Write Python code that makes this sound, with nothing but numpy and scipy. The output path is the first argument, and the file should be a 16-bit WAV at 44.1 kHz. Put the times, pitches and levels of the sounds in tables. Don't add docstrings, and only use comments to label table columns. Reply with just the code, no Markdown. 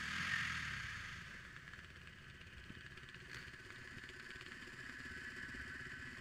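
import sys
import numpy as np
from scipy import signal
from scipy.fft import rfft, irfft
from scipy.io import wavfile

SR = 44100
rng = np.random.default_rng(int(sys.argv[2]) if len(sys.argv) > 2 else 0)


def file_out(sig):
    cols = np.atleast_2d(sig).T
    lim = np.clip(cols, -1, 1)
    pcm = np.round(lim * 32767).astype(np.int16)
    wavfile.write(sys.argv[1], SR, pcm)


N = 273508
TIME = np.arange(N) / SR

# (time [s], four-stroke cycle rate [Hz])
CRUISER_REVS = [(0, 18.3), (.09, 19.3), (.2, 21.8), (.3, 22.8), (.48, 21.2), (.82, 15.7), (1, 12.8),
                (1.3, 10.6), (6.2, 10.2)]
# (time [s], exhaust [dB], rasp [dB])
CRUISER_LEVELS = [(0, -55.5, -47), (.2, -52.5, -42.5), (.35, -55.5, -42.5), (.5, -53, -43.5),
                  (.75, -53, -47.5), (.92, -56.5, -49.5), (1.1, -55.5, -51), (1.55, -64.5, -63),
                  (2.1, -65.5, -68), (2.75, -66.5, -72), (3.6, -81.5, -76), (6.2, -78, -80)]
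# (time [s], beat rate [Hz])
DIRT_IDLE = [(1.3, 18.02), (1.6, 17.39), (1.8, 17.91), (2.2, 17.48), (2.6, 17.835), (3.2, 17.655),
             (3.5, 18.19), (3.85, 17.59), (4.05, 18.74), (4.55, 18.75), (4.95, 18.395), (6.2, 18.86)]
# (time [s], ticking [dB], dirt bike boom [dB], dirt bike bark [dB])
ROADSIDE_LEVELS = [(0, -47.5, -76, -72), (1.5, -59.5, -66, -79.5), (2.45, -63.5, -65.5, -87),
                   (3.1, -59.5, -65.5, -78), (3.7, -56, -67.5, -70), (4.6, -54, -68.5, -65),
                   (5.15, -52.5, -66, -63.5), (5.65, -53.5, -67, -63), (6.2, -53.5, -66, -64.5)]
# (time [s], lag [s])
IDLER_LAG = [(1.6, .00053), (2.2, .000485), (3.2, .000483), (4.3, .00042), (5.3, .0004)]
IDLER_ECHO = .33
DIRT_ON_BEAT_S = 1.337


def cruiser_exhaust(boom_db=0.5, boom_hz=89, muffler_hz=250, cut_hz=62, roughness=.07, break_up=0.076,
                    chuff_db=-27.5, chuff_growth=1.8):
    # (time [s], opening [0-1], bark of the upper orders [dB])
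    throttle = [(0, 1, -29), (.2, 0.9, -28), (.29, 0.65, -15), (.345, 0.03, -17), (.45, 0, -39)]
    # (order [multiple of the cycle rate], throttle open [dB], throttle shut [dB])
    orders = [(2, -10, -11), (3, -22, -19), (4, -1, 2.5), (5, -21, -20), (6, -8, 1), (7, -18, -11),
              (8, -4, 2), (9, -22, -8), (10, -0.5, -8), (11, -39, -7), (12, -3, -16), (13, -22, -9.5),
              (14, -6, -16), (16, -12, -11.5)]
    cycle_hz, turns, ragged = cruiser_crank()
    opening, bark_db = curves(throttle)
    exhaust_db, _ = curves(CRUISER_LEVELS)
    note, power = 0, 0
    for k, open_db, shut_db in orders:
        hz = k * cycle_hz
        db = shut_db + (open_db - shut_db) * opening + boom_db / (1 + ((hz - boom_hz) / 9) ** 2)
        height = amp(db) / np.sqrt((1 + (hz / muffler_hz) ** 10) * (1 + (cut_hz / hz) ** 6))
        wobble = 1 + roughness * ragged * drift(3.1)
        note += height * wobble * np.cos(2 * np.pi * (k * turns + rng.random()))
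        power += height ** 2 / 2
    drone = note / np.sqrt(power) / (1 + break_up * (ragged - 1) ** 2)
    bark = unit(sum(np.cos(2 * np.pi * (k * turns + rng.random())) / k for k in (24, 28, 32, 36)))
    strokes = [(s, 1.1 * rng.standard_normal()) for s in TIME[np.flatnonzero(np.diff(np.floor(2 * turns)))]]
    # (frequency [Hz], level [dB])
    gas_colour = [(25, -19), (80, -8.5), (130, 0), (190, 5.5), (290, -29.5), (550, -15.5), (900, -45.5)]
    gas = colour(rng.standard_normal(N), gas_colour)
    burble = unit(puffs(gas, strokes, rise_s=0.0067, fall_s=0.02, between=0.12, lead_s=0))
    chuffs = amp(chuff_db) * burble * ragged ** chuff_growth
    return amp(exhaust_db) * (drone + amp(bark_db) * bark + chuffs)


def cruiser_gears(throb=.3, case_db=-3, whirr_db=-44, pass_s=0.36, pass_width_s=0.061):
    # (frequency [Hz], level [dB])
    rasp_colour = [(180, -45), (300, -38), (397, -35), (439, -26), (808, -27), (1260, -4), (1490, -14.5),
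                   (1640, 5), (2650, -8), (3070, -7.5), (4000, -14.5), (4350, -16.5), (6570, -21.5),
                   (7620, -28), (15500, -49.5)]
    # (frequency [Hz], width [Hz], level [dB])
    crankcase_modes = [(1230, 100, 4.5), (1641, 49, 15.5), (1626, 150, -9.5), (2030, 20, -11),
                       (2650, 11, 7), (2980, 6, -2.5), (4330, 106, -1.5), (4980, 20, -11.5), (6460, 48, -3),
                       (6450, 80, -15.5), (9030, 100, -18)]
    gearcase_modes = [(1834, 160, 0)]
    # (time [s], lag [s])
    ground_lag = [(0, .00044), (1, .00045), (1.7, .000475)]
    _, turns, ragged = cruiser_crank()
    _, rasp_db = curves(CRUISER_LEVELS)
    load = unit(1 + throb / np.sqrt(ragged) * np.cos(2 * np.pi * (2 * turns - .2)))
    ticks = grains(14000, .6) * load
    rasp = colour(ticks, rasp_colour) + amp(case_db) * highpass(ring(ticks, crankcase_modes), 1360)
    rasp = unit(over_ground(rasp, ground_lag, echo=0.23))
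    whirr = unit(ring(ring(ticks, gearcase_modes), gearcase_modes))
    passing = np.exp(-((TIME - pass_s) / pass_width_s) ** 2)
    return amp(rasp_db) * rasp + amp(whirr_db) * whirr * passing


def cruiser_pops():
    # (time [s], level [dB], pitch [Hz], length [cycles])
    pops = [(.207, -44.5, 165, 1.4), (.335, -44, 115, 0.84), (.428, -43, 128, 1.5), (.85, -49.5, 90, 1.6),
            (1.01, -50, 105, 0.67)]
    return thuds(pops)


def cruiser_crank():
    cycle_hz, = curves(CRUISER_REVS)
    return cycle_hz, np.cumsum(cycle_hz) / SR, (cycle_hz.max() / cycle_hz) ** 2


def dirt_bike_exhaust(blowdown_s=0.00421):
    # (frequency [Hz], width [Hz], level [dB])
    silencer_modes = [(86.6, 39, 1), (181.5, 68, -5), (303, 72, -13.5)]
    outlet_modes = [(245, 57, 4)]
    _, boom_db, bark_db = curves(ROADSIDE_LEVELS)
    strokes = beats(crank(DIRT_IDLE, DIRT_ON_BEAT_S), np.zeros(N), scatter_db=-0.5)
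    flow = puffs(lowpass(rng.standard_normal(N), 880), strokes)
    boom = unit(lowpass(ring(flow, silencer_modes), 690))
    blowdown = unit(ring(pulses(strokes, blowdown_s), outlet_modes))
    bark = unit(ring(blowdown + .5 * unit(ring(flow, outlet_modes)), outlet_modes))
    return amp(boom_db) * boom + amp(bark_db) * bark


def dirt_bike_knocks(body_db=-10, edge_db=7, light_edge_db=-14, decay_s=0.0013, rebound_s=0.0084,
                     rebound_db=-7, rattle_db=-23, rattle_s=0.034, ring_db=-5):
    # (time [s], level [dB])
    light_level = [(1.2, -62), (1.7, -47), (2.3, -44), (3.55, -44.5), (4.4, -43), (4.75, -60), (5.2, -69),
                   (6.2, -46)]
    # (time [s], body [dB], edge [dB])
    hard_knocks = [(1.45, -33, -60), (1.5634, -34, -52), (1.6777, -33.5, -57), (1.734, -32, -53),
                   (1.79, -37, -56), (1.845, -38, -55), (2.072, -39, -51), (2.1852, -43, -57.5),
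                   (2.299, -47, -53.5), (2.4132, -44, -51.5), (2.4695, -45, -54.5), (2.581, -44, -54),
                   (2.6394, -54, -55), (2.695, -44, -59), (2.7509, -37, -54.5), (2.808, -36, -53),
                   (2.863, -34, -51.5), (2.9747, -38, -49.5), (3.0883, -35, -49.5), (3.1446, -35, -51.5),
                   (3.202, -41, -51), (3.426, -34, -56), (3.535, -35.5, -54), (3.649, -44, -55),
                   (3.7033, -29.5, -51), (3.7594, -42, -53), (3.874, -35, -53.5), (3.9834, -31, -51),
                   (4.0369, -31.5, -53.5), (4.0893, -40, -47.5), (4.1973, -33.5, -50),
                   (4.304, -35.5, -45.5), (4.3577, -45, -55), (4.4098, -30, -48.5), (4.463, -36, -50.5),
                   (4.5189, -32, -49.5), (4.623, -33.5, -51), (4.785, -41, -65), (4.895, -29.5, -60),
                   (5.002, -33.5, -52), (5.598, -30, -64)]
    # (frequency [Hz], level [dB])
    body_colour = [(300, -11.5), (850, -28), (1100, -10), (1700, 2), (2200, -6.5), (3000, -29.5),
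                   (14000, -46)]
    edge_colour = [(1200, -31.5), (2300, 7.5), (3100, 0.5), (3950, -3.5), (4600, -7), (6000, -27),
                   (8000, -15), (14000, -40)]
    # (frequency [Hz], width [Hz], level [dB])
    casing_modes = [(1633, 57, 7.5), (2440, 41, -2), (2834, 17, 6.5), (2960, 140, -16), (4160, 82, -1.5),
                    (4700, 73, -16), (6950, 130, -16)]
    t, body, edge = TIME[:SR // 20], np.zeros(N), np.zeros(N)
    turns = crank(DIRT_IDLE, DIRT_ON_BEAT_S)
    light = beats(turns, curves(light_level)[0], scatter_db=3.5, alternate_db=1.5)
    blows = np.column_stack([light, light[:, 1] + light_edge_db])
    for row in hard_knocks:
        blows[np.argmin(abs(blows[:, 0] - row[0]))] = row
    strike = 2 * np.exp(-t / decay_s) * (1 - np.exp(-t / 0.0011))
    push = np.linalg.norm(strike) * signal.unit_impulse(len(t), SR // 1000)
    for s, dull_db, bright_db in blows:
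        slap, rebound, rattle = rng.choice([-1, 1], (3, len(t)))
        hit = slap * strike + amp(rattle_db) * rattle * np.exp(-t / rattle_s)
        add(hit, rebound_s + .0008 * rng.standard_normal(), amp(rebound_db) * rebound * strike)
        add(body, s, amp(dull_db) * (hit + push))
        add(edge, s, amp(bright_db) * hit)
    casing = colour(edge, edge_colour) + amp(ring_db) * highpass(ring(edge, casing_modes), 630)
    return amp(body_db) * colour(body, body_colour) + amp(edge_db) * lowpass(casing, 7600, order=2)


def engine_clatter(tick_trim_db=-5, throb=0.1, flutter_db=1.1):
    # (frequency [Hz], level [dB])
    tick_colour = [(400, -22.5), (850, -27.5), (1050, -13), (1450, -19.5), (1720, 0), (2000, -10.5),
                   (2260, -14.5), (3100, -22.5), (3800, -21), (4600, -17.5), (5900, -27.5), (7600, -26),
                   (11000, -39.5), (15500, -49)]
    # (frequency [Hz], width [Hz], level [dB])
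    fin_modes = [(1314, 67, -4.5), (1529, 11.2, 11.5), (1669, 13.4, 9.5), (1725, 18.3, 8.5), (1820, 41, 2),
                 (1953, 22, 5.5), (2106, 73, -7.5), (2494, 30, -10), (3010, 20, -4)]
    thin_modes = [(2510, 100, -1.5), (2794, 87, -8), (2888, 40, 0), (3100, 69, -1)]
    # (time [s], level [dB])
    fin_level = [(0, -60), (1.4, -60), (2.1, -67), (2.6, -63), (3.7, -59), (4.5, -58.5), (4.9, -55),
                 (5.3, -52.5), (5.7, -51), (6.2, -54.5)]
    # (time [s], level [dB])
    thin_level = [(1.3, -87), (1.85, -70.5), (2.6, -67), (3.1, -69.5), (3.8, -72), (4.6, -68.5), (6.2, -67)]
    tick_db, fin_db, thin_db = (curves(rows)[0] for rows in (ROADSIDE_LEVELS, fin_level, thin_level))
    turns = crank(DIRT_IDLE, DIRT_ON_BEAT_S)
    force = (1 + throb * np.cos(2 * np.pi * turns)) * amp(flutter_db * drift(72))
    ticks = colour(unit(force * grains(6000, 2.7)), tick_colour)
    ticks = over_ground(ticks, IDLER_LAG, IDLER_ECHO)
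    fins = lowpass(highpass(ring(force * grains(2500, 1), fin_modes), 1360), 2670)
    fins = unit(waver(fins, share=0.001487, hz=1.19))
    thin_ring = unit(highpass(ring(force * grains(2500, 1), thin_modes), 2100))
    return amp(tick_db + tick_trim_db) * ticks + amp(fin_db) * fins + amp(thin_db) * thin_ring


def trail_bike(on_beat_s=5.118, blowdown_s=0.00705, turbulence=0.37):
    # (time [s], beat rate [Hz])
    idle = [(0, 16.05), (1.3, 16.05), (1.8, 15.85), (2.6, 15.97), (4, 15.95), (4.45, 15.55), (4.95, 15.95)]
    # (time [s], boom [dB], tail ring [dB], hiss [dB])
    levels = [(0, -72, -78.5, -66), (1.6, -64.5, -77, -78), (2.5, -64, -75.5, -75),
              (3.1, -65.5, -69, -74.5), (3.8, -62.5, -68, -70), (4.6, -66, -67.5, -71),
              (5.4, -62, -70, -68), (6.2, -61, -67.5, -74.5)]
    # (frequency [Hz], width [Hz], level [dB])
    pipe_modes = [(68.3, 23, 4.5), (95.5, 32, 1), (128.6, 12.7, 7.5), (197, 45, -12.5), (490, 27, -12),
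                  (557, 28, -19.5), (637, 53, -15.5)]
    tail_modes = [(367.3, 39, 0)]
    # (frequency [Hz], level [dB])
    hiss_colour = [(380, -15), (560, -3), (850, -7.5), (2600, 6), (3900, -7.5), (4800, 2.5), (6000, -7.5),
                   (7600, -5.5), (10500, -16.5), (15000, -25)]
    boom_db, tail_db, hiss_db = curves(levels)
    strokes = beats(crank(idle, on_beat_s), np.zeros(N), scatter_db=1.18)
    gas = lowpass(rng.standard_normal(N), 775)
    flow = puffs(gas, strokes, rise_s=0.012, fall_s=0.011, between=0.18, lead_s=0.00911)
    boom = unit(lowpass(ring(flow, pipe_modes), 740))
    blowdown = unit(ring(pulses(strokes, blowdown_s), tail_modes))
    tail = unit(ring(blowdown + turbulence * unit(ring(flow, tail_modes)), tail_modes))
    hiss = puffs(grains(9000, 1.5), strokes, rise_s=.008, fall_s=.01, between=.05, lead_s=.0009)
    hiss = over_ground(unit(colour(hiss, hiss_colour)), IDLER_LAG, IDLER_ECHO)
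    return amp(boom_db) * boom + amp(tail_db) * tail + amp(hiss_db) * hiss


def boot(grind_trim_db=1):
    # (time [s], grind [dB], crack [dB], decay [s])
    slips = [(3.297, -49, -68, 0.0043), (3.3148, -47.5, -59, 0.0045), (3.331, -49, -57, 0.0049),
             (3.345, -45.5, -46.5, 0.0039), (3.358, -49, -59, 0.0048), (3.368, -44.5, -70, 0.0061),
             (3.383, -55.5, -67, 0.095)]
    # (frequency [Hz], level [dB])
    gravel_colour = [(120, -5), (250, 4), (750, -20), (1600, 6.5), (2500, -2), (3900, -12), (4500, -1.5),
                     (5600, -29), (8000, -28), (15000, -33)]
    crack_colour = [(1500, -7), (3000, -3), (4500, 8.5), (5700, 1), (7500, 0), (10000, -15), (15000, -16)]
    force, snap, t = np.zeros(N), np.zeros(N), TIME[:SR // 3]
    for s, grind_db, crack_db, decay_s in slips:
        add(force, s, amp(grind_db) * np.exp(-t / decay_s))
        add(snap, s, amp(crack_db) * np.exp(-t / decay_s))
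    grind = colour(force * grains(9200, 1.6), gravel_colour)
    crack = colour(snap * grains(8000, 2.8), crack_colour)
    return amp(grind_trim_db) * grind + crack


def camera_bumps():
    # (time [s], level [dB], pitch [Hz], length [cycles])
    bumps = [(1.188, -48, 166, 0.68), (2.586, -51, 66, 1.5), (2.705, -38.5, 171, 0.36),
             (2.772, -45.5, 224, 0.37), (3.947, -54.5, 234, 3.4), (3.972, -42, 150, 0.35),
             (5.55, -41, 170, 0.21), (5.573, -52, 62, 3)]
    return thuds(bumps)


def air(level_db=-65, gust_db=2):
    # (frequency [Hz], level [dB])
    air_colour = [(15, 3.5), (45, 1), (90, -8.5), (180, -6.5), (300, -7), (750, -23.5), (1600, -3.5),
                  (3000, -21.5), (8000, -31.5), (15000, -48)]
    breeze = colour(rng.standard_normal(N), air_colour) * amp(gust_db * drift(6.8))
    return amp(level_db) * unit(breeze)


def camera_whine(hz=15176, level_db=-93, flutter_hz=58):
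    flutter = 1 + 0.47 * np.cos(2 * np.pi * flutter_hz * TIME)
    return amp(level_db) * np.sqrt(2) * np.sin(2 * np.pi * hz * TIME) * flutter


def crank(idle, on_beat_s):
    turns = np.cumsum(curves(idle)[0]) / SR
    return turns - np.interp(on_beat_s, TIME, turns)


def beats(turns, level_db, scatter_db, alternate_db=0):
    turn = np.floor(turns)
    at = np.flatnonzero(np.diff(turn)) + 1
    db = level_db[at] - alternate_db * np.cos(np.pi * turn[at]) + scatter_db * rng.standard_normal(len(at))
    return np.column_stack([TIME[at], db])


def puffs(gas, strokes, rise_s=0.011, fall_s=0.023, between=0.21, lead_s=0.00096):
    t, flow = np.arange(-SR // 25, SR // 20) / SR, np.zeros(N)
    swell = np.exp(-(t / np.where(t < 0, rise_s, fall_s)) ** 2)
    shape = (between + swell) * signal.windows.tukey(len(t), .5)
    for s, db in strokes:
        stream = np.take(gas, round(s * SR) + np.arange(len(t)), mode="wrap")
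        add(flow, s + t[0] - lead_s, amp(db) * unit(shape * stream))
    return flow


def pulses(strokes, lead_s):
    push = np.zeros(N)
    for s, db in strokes:
        add(push, s - lead_s, amp([db]))
    return push


def thuds(rows):
    out, t = np.zeros(N), np.arange(-SR // 16, SR // 16) / SR
    for s, db, hz, cycles in rows:
        add(out, s + t[0], amp(db) * np.cos(2 * np.pi * hz * t) * np.exp(-(hz * t / cycles) ** 2))
    return out


def grains(per_s, spread_db):
    size = amp(spread_db * np.minimum(rng.exponential(1, N), 3))
    return unit(size * rng.choice([-1, 1], N) * (rng.random(N) < per_s / SR))


def over_ground(x, lags, echo, above_hz=4700):
    lag_s, = curves(lags)
    treble = signal.sosfiltfilt(signal.butter(3, above_hz, "high", fs=SR, output="sos"), x)
    return x + echo * np.interp(TIME - lag_s, TIME, treble)


def ring(x, modes):
    t = TIME[:SR // 4]
    taps = sum((-1) ** k * amp(db) * width * np.exp(-np.pi * width * t) * np.cos(2 * np.pi * hz * t)
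               for k, (hz, width, db) in enumerate(modes))
    return signal.oaconvolve(x, taps / np.linalg.norm(taps))[:N]


def colour(x, points, size=4096):
    hz, db = np.transpose(points)
    log_hz = np.log(abs(np.fft.fftfreq(size, 1 / SR)) + 1)
    log_gain = np.log(amp(np.interp(log_hz, np.log(hz), db)))
    taps = np.fft.ifft(np.exp(np.conj(signal.hilbert(log_gain)))).real[:size // 2]
    return signal.oaconvolve(x, taps / np.linalg.norm(taps))[:N]


def lowpass(x, hz, order=4):
    return signal.sosfilt(signal.butter(order, hz, fs=SR, output="sos"), x)


def highpass(x, hz):
    return signal.sosfilt(signal.butter(4, hz, "high", fs=SR, output="sos"), x)


def waver(x, share, hz):
    return np.interp(TIME + share * np.cumsum(drift(hz)) / SR, TIME, x)


def drift(hz):
    f = np.fft.rfftfreq(N, 1 / SR)
    return unit(irfft(rfft(rng.standard_normal(N)) / (1 + (f / hz) ** 4), N))


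def curves(rows):
    s, *columns = np.transpose(rows)
    return [np.interp(TIME, s, c) for c in columns]


def add(mix, s, sound):
    part = mix[max(round(s * SR), 0):][:len(sound)]
    part += sound[:len(part)]


def amp(db):
    return 10 ** (np.asarray(db) / 20)


def unit(x):
    return x / np.sqrt(np.mean(x ** 2) + 1e-20)


def scene():
    cruiser = cruiser_exhaust() + cruiser_gears() + cruiser_pops()
    engines = cruiser + dirt_bike_exhaust() + dirt_bike_knocks() + engine_clatter() + trail_bike()
    mono = engines + boot() + camera_bumps() + air() + camera_whine()
    return np.array([mono, mono])


def record(dry, notch_hz=3980, notch_q=14, depth=0.53, top_hz=15720):
    hollow = signal.lfilter(*signal.iirnotch(notch_hz, notch_q, SR), dry)
    heard = dry + depth * (hollow - dry)
    taps = signal.firwin(511, top_hz, window=("kaiser", 9), fs=SR)
    return signal.oaconvolve(heard, taps[None], "same")


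dry = scene()
out = record(dry)
file_out(out)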